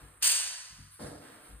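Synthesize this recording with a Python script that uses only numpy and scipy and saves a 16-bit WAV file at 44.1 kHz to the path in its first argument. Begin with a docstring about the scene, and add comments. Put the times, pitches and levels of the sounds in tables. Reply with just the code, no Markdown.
"""A knock in a bare room

One sharp knock on a tiled floor: a dry crack, hard echoes off the walls and a bright, ringing tail.
Someone shifts weight with dull thuds, sets a shoe down and scuffs it; clothes rustle faintly.
A small microphone a few metres away hears it all over quiet room noise, through two openings
(its ports) that ring in the treble."""
import sys
import numpy as np
from scipy import signal
from scipy.fft import rfft, irfft, next_fast_len
from scipy.io import wavfile

SR = 44100
rng = np.random.default_rng(int(sys.argv[2]) if len(sys.argv) > 2 else 0)


def store_wav(level_fs):
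    """Save 16-bit WAV to argv[1]."""
    pcm = np.round(np.clip(np.atleast_2d(level_fs), -1, 1) * 32767)
    wavfile.write(sys.argv[1], SR, pcm.T.astype(np.int16))


N = 70560


def amp(db):
    """Turn decibels into a number to multiply by."""
    return 10 ** (np.asarray(db) / 20)


def along(points, hz):
    """Read a curve of (frequency, value) points at hz, with all octaves equally wide."""
    f, values = np.transpose(points)
    return np.interp(np.log(hz + 1), np.log(f + 1), values)


def since(start):
    """Seconds since start, zero before it."""
    return np.maximum(np.arange(N) / SR - start, 0)


def fade(t, t60):
    """Die away by 60 dB every t60 seconds (the fade time)."""
    return np.exp(-np.log(1000) * t / t60)


def stroke(start, hold, rise, t60):
    """A level that swells at start and begins to fade hold seconds later."""
    return (1 - np.exp(-since(start) / rise)) * fade(since(start + hold), t60)


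def ring(start, hz, t60, rise):
    """One pure tone that starts softly and dies away."""
    return stroke(start, rise, rise, t60) * np.sin(2 * np.pi * hz * since(start))


def grain(depth, rate):
    """A level that flickers at random, rate times a second, keeping the average power."""
    gain = np.exp(depth * np.interp(since(0) * rate, np.arange(N), rng.standard_normal(N)))
    return gain / np.sqrt(np.mean(gain ** 2))


def filtered(x, response):
    """Scale and delay each frequency in x as response says."""
    size = 2 * next_fast_len(N)
    return irfft(rfft(x, size) * response(np.fft.rfftfreq(size, 1 / SR)), size)[..., :N]


def coloured(x, colour):
    """Give x a colour: a balance of low and high frequencies."""
    def response(hz):
        gain = amp(along(colour, hz))
        gain /= np.sqrt(np.mean(gain ** 2))
        # these steps keep the filter from sounding before its input does
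        cepstrum = irfft(np.log(gain))
        cepstrum[1:len(hz) - 1] *= 2
        cepstrum[len(hz):] = 0
        return np.exp(rfft(cepstrum))
    return filtered(x, response)


def resonant(x, peaks):
    """Make x ring at each (frequency, width, boost) peak; a negative boost cuts a dip."""
    def response(f):
        return 1 + sum((amp(db) - 1) * 1j * f * width / (hz ** 2 - f ** 2 + 1j * f * width)
                       for hz, width, db in peaks)
    return filtered(x, response)


def rippled(x, depth_db=2.6, spacing_hz=22.48):
    """The room favours some frequencies and weakens others, at random."""
    return coloured(x, np.column_stack([spacing_hz * np.arange(N), depth_db * rng.standard_normal(N)]))


# how alike left and right sound: f/Hz, likeness (1 = the same)
LIKENESS = [(100, .99), (170, .98), (280, .85), (520, .45), (1500, .3), (3500, .25), (5400, .86),
            (7500, .9), (8600, .99), (10000, .82), (11600, .98), (13000, .85), (14500, .97)]

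def diffuse():
    """Hiss reaching the two ports from all sides."""
    def shares(hz):
        angle = np.arccos(np.clip(along(LIKENESS, hz), -1, 1)) / 2
        return np.array([np.cos(angle), np.sin(angle)])
    shared, opposite = filtered(rng.standard_normal((2, N)), shares)
    return np.array([shared + opposite, shared - opposite])


# colour of the room noise: f/Hz, level/dB
NOISE_COLOUR = [(30, -10), (55, 5.5), (120, 2), (300, -15), (600, -31), (1200, 3), (2500, -8), (5500, -31),
                (9000, -1), (13000, -6), (15500, -26)]

def room_noise():
    """The room's quiet, steady rumble and hiss."""
    return amp(-62) * coloured(diffuse(), NOISE_COLOUR)


def squeak():
    """A faint squeak of the sole, already dying away when the scene opens."""
    return amp(-62) * ring(start=-1.9, hz=1083, t60=5.5, rise=0.025)


# slides of the sole: t/s, length/s, level/dB, fade time/s
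SCUFFS = [(-.03, 0.025, -55, 0.92), (1.207, 0.14, -54, 1), (1.431, .07, -63, 0.53)]
# colours of the slides, the heel tap and the footfall: f/Hz, level/dB
SCUFF_COLOUR = [(100, -10), (180, -3.5), (330, 1.5), (700, -2), (1500, 0.5), (2800, -9), (4700, -12.5),
                (6500, -19), (9500, -14.5), (15500, -21)]
HEEL_COLOUR = [(60, 5), (200, 12.5), (600, 14.5), (1300, 13), (2000, -2), (3000, -16), (15000, -12)]
STEP_COLOUR = [(30, -25), (60, -7), (140, -8), (240, -5), (400, -10), (600, -2.5), (900, -15),
               (1700, -15.5), (2700, -28.5), (4700, -21.5), (7000, -29.5), (10000, -28.5), (15500, -46)]
# where the room rings under the shoe: f/Hz, width/Hz, boost/dB
SHOE_PEAKS = [(142, 15, 9.5), (190, 11, 3.5), (291.3, 9.4, 11), (458, 105, 1), (565, 7.3, -6)]

def shoe(lands_s=0.99):
    """A shoe scrapes the tiles, taps its heel and rolls flat; each sound lingers in the room."""
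    heel = amp(-46) * stroke(lands_s, hold=0, rise=0.005, t60=0.19) * diffuse()
    roll = amp(-43) * stroke(lands_s, hold=0.058, rise=0.015, t60=0.87)
    step = roll * grain(depth=0.16, rate=330) * diffuse()
    slides = sum(amp(db) * stroke(start, length, rise=0.012, t60=t60)
                 for start, length, db, t60 in SCUFFS)
    grit = slides * grain(depth=0.15, rate=1200) * diffuse()
    sole = coloured(heel, HEEL_COLOUR) + coloured(step, STEP_COLOUR) + coloured(grit, SCUFF_COLOUR)
    return resonant(rippled(sole), SHOE_PEAKS)


# shifts of weight: t/s, level/dB, upper tones compared with the boom/dB
THUDS = [(0.017, -45.5, -7), (0.167, -56, -34), (0.429, -59, -26), (0.705, -53, -4.5), (0.784, -47, -1),
         (1.024, -46.5, 2), (1.488, -48.5, -7.5), (1.525, -43, -12.5)]
# the floor's upper tones: f/Hz, level/dB, fade time/s
FLOOR_TONES = [(97.7, -2, 0.61), (144.1, -2.5, 0.35), (176, -7, 0.2), (268, -22, 0.29)]
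# colour of the sole pressing down: f/Hz, level/dB
PAD_COLOUR = [(60, -25), (150, 4.5), (260, 3), (380, -10), (600, -24.5), (1500, -46), (15000, -73)]

def thuds():
    """Each shift of weight makes the floor boom and ring, with a soft puff of noise from the sole."""
    floor, pads = np.zeros((2, N))
    for start, db, upper_db in THUDS:
        boom = ring(start, hz=55.7, t60=0.29, rise=0.013)
        upper = sum(amp(level) * ring(start, hz, t60, rise=0.0049) for hz, level, t60 in FLOOR_TONES)
        floor += amp(db) * (boom + amp(upper_db) * upper)
        pads += amp(db + upper_db - 11) * stroke(start, hold=0, rise=0.0032, t60=0.39)
    return floor + coloured(pads * diffuse(), PAD_COLOUR)


# colours of the grazing touch and of the knock itself: f/Hz, level/dB
TOUCH_COLOUR = [(200, -36), (1500, 1), (3000, -2), (6000, -4), (15000, -20)]
KNOCK_COLOUR = [(150, -34.5), (300, -26), (500, -19), (900, -15), (1600, -11), (2800, -3.5), (4000, -5),
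                (6700, 0.5), (7600, -5.5), (10700, -0.5), (12600, -15), (15800, -2.5)]
# broad bands where the knock rings: f/Hz, width/Hz, boost/dB
KNOCK_PEAKS = [(1605, 180, 6), (2804, 220, 3.5), (4685, 186, 7), (5985, 69, 2.5), (6680, 170, 3.5),
               (8700, 310, 9), (10760, 250, 6), (12760, 160, 16.5), (14800, 230, -8)]
# bunches of wall echoes: delay/s, spread/s, level/dB
WALL_ECHOES = [(.006, 0.0027, -27.5), (0.022, 0.0068, -24.5), (0.035, 0.0051, -25.5),
               (0.051, 0.0046, -23.5), (.072, 0.004, -26), (.094, 0.0051, -27), (.137, .005, -35)]

def knock(hit_s=0.2248):
    """A grazing touch leads into the crack, which arrives directly, then off the walls, then blurs."""
    t = since(hit_s)
    direct = amp(-22.5) * np.exp(-t / 0.0055)
    echo_power = sum(amp(db) ** 2 * np.exp(-((t - delay) / spread) ** 2)
                     for delay, spread, db in WALL_ECHOES)
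    cracks = (t > 0) * np.sqrt(direct ** 2 + echo_power) * diffuse()
    blow = coloured(cracks + echo_tail(hit_s), KNOCK_COLOUR)
    touch = amp(-37.5) * np.exp(-np.abs(since(0) - hit_s) / 0.004) * diffuse()
    return resonant(blow, KNOCK_PEAKS) + coloured(touch, TOUCH_COLOUR)


# how long the room holds a sound: f/Hz, fade time/s
ROOM_FADE = [(60, 0.32), (150, 0.21), (400, 1.19), (1300, 1.39), (2700, 0.99), (5400, 1.04), (8500, 0.75),
             (11000, 0.84), (15000, 0.39)]
# narrow tones that sing in the tail: f/Hz, boost/dB
TAIL_TONES = [(1690, 6.5), (1915, 10), (2526, 8), (2860, 7), (3095, 8), (4129, 2), (5875, 6), (6684, 10),
              (7010, 5.5), (7106, 0), (7244, 10), (8039, 18), (8609, -2.5), (9092, 3)]

def echo_tail(hit_s, build_s=0.055, tone_width_hz=14.6):
    """Countless echoes merge into a ringing wash; its bass and treble die before its middle."""
    hz, times, bands = signal.stft(diffuse(), SR, nperseg=256)  # split the hiss by frequency
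    bands = bands * fade(np.maximum(times - hit_s, 0), along(ROOM_FADE, hz)[:, None])
    wash = signal.istft(bands, nperseg=256)[1][:, :N]
    swell = np.sqrt(1 - np.exp(-since(hit_s) / build_s))
    tail = amp(-20) * wash * swell * grain(depth=0.14, rate=3000)
    return resonant(rippled(tail), [(f, tone_width_hz, db) for f, db in TAIL_TONES])


# movements of the clothes: t/s, length/s, level/dB
RUSTLES = [(0.909, .04, -55.5), (1, 0.083, -56), (1.215, 0.034, -71), (1.416, 0.087, -59)]
# colour of the cloth: f/Hz, level/dB
RUSTLE_COLOUR = [(1000, -15), (4000, 0), (6500, -17), (10000, 12.5), (13000, 2.5), (15500, -30)]

def clothes():
    """Cloth brushes on cloth as the body moves."""
    rub = sum(amp(db) * stroke(start, length, rise=0.0063, t60=0.36) for start, length, db in RUSTLES)
    return coloured(rub * grain(depth=0.18, rate=270) * diffuse(), RUSTLE_COLOUR)


def scene():
    """The knock and the person's movements over the steady room noise."""
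    return knock() + thuds() + shoe() + squeak() + clothes() + room_noise()


# how much louder the left port is than the right: f/Hz, level/dB
LEFT_LOUDER = [(60, 3), (250, 1.3), (800, -1.9), (2500, -1.7), (6000, -0.98), (9000, 0.14)]
# how far the left port's wave runs ahead of the right's: f/Hz, phase/rad
LEFT_AHEAD = [(300, 0), (800, -.5), (1700, .4), (2800, 1.3), (4300, 1.6), (5400, 3.14), (7000, 4.7),
              (7900, 6.2), (8900, 6.3), (10700, 8.5), (11300, 9.35), (12200, 9.5), (14200, 12.5)]

def record(dry):
    """The microphone's ports ring, differ in level and timing, and lose the highest treble."""
    def response(hz):
        left = amp(along(LEFT_LOUDER, hz) / 2) * np.exp(0.5j * along(LEFT_AHEAD, hz))
        treble_cut = np.interp(hz, [15150, 15800], [1, 0]) ** 2
        return np.array([left, 1 / left]) * treble_cut
    ringing = resonant(dry, [(8563, 137, 10.5)])  # f/Hz, width/Hz, boost/dB
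    return filtered(ringing, response)


dry = scene()
out = record(dry)
store_wav(out)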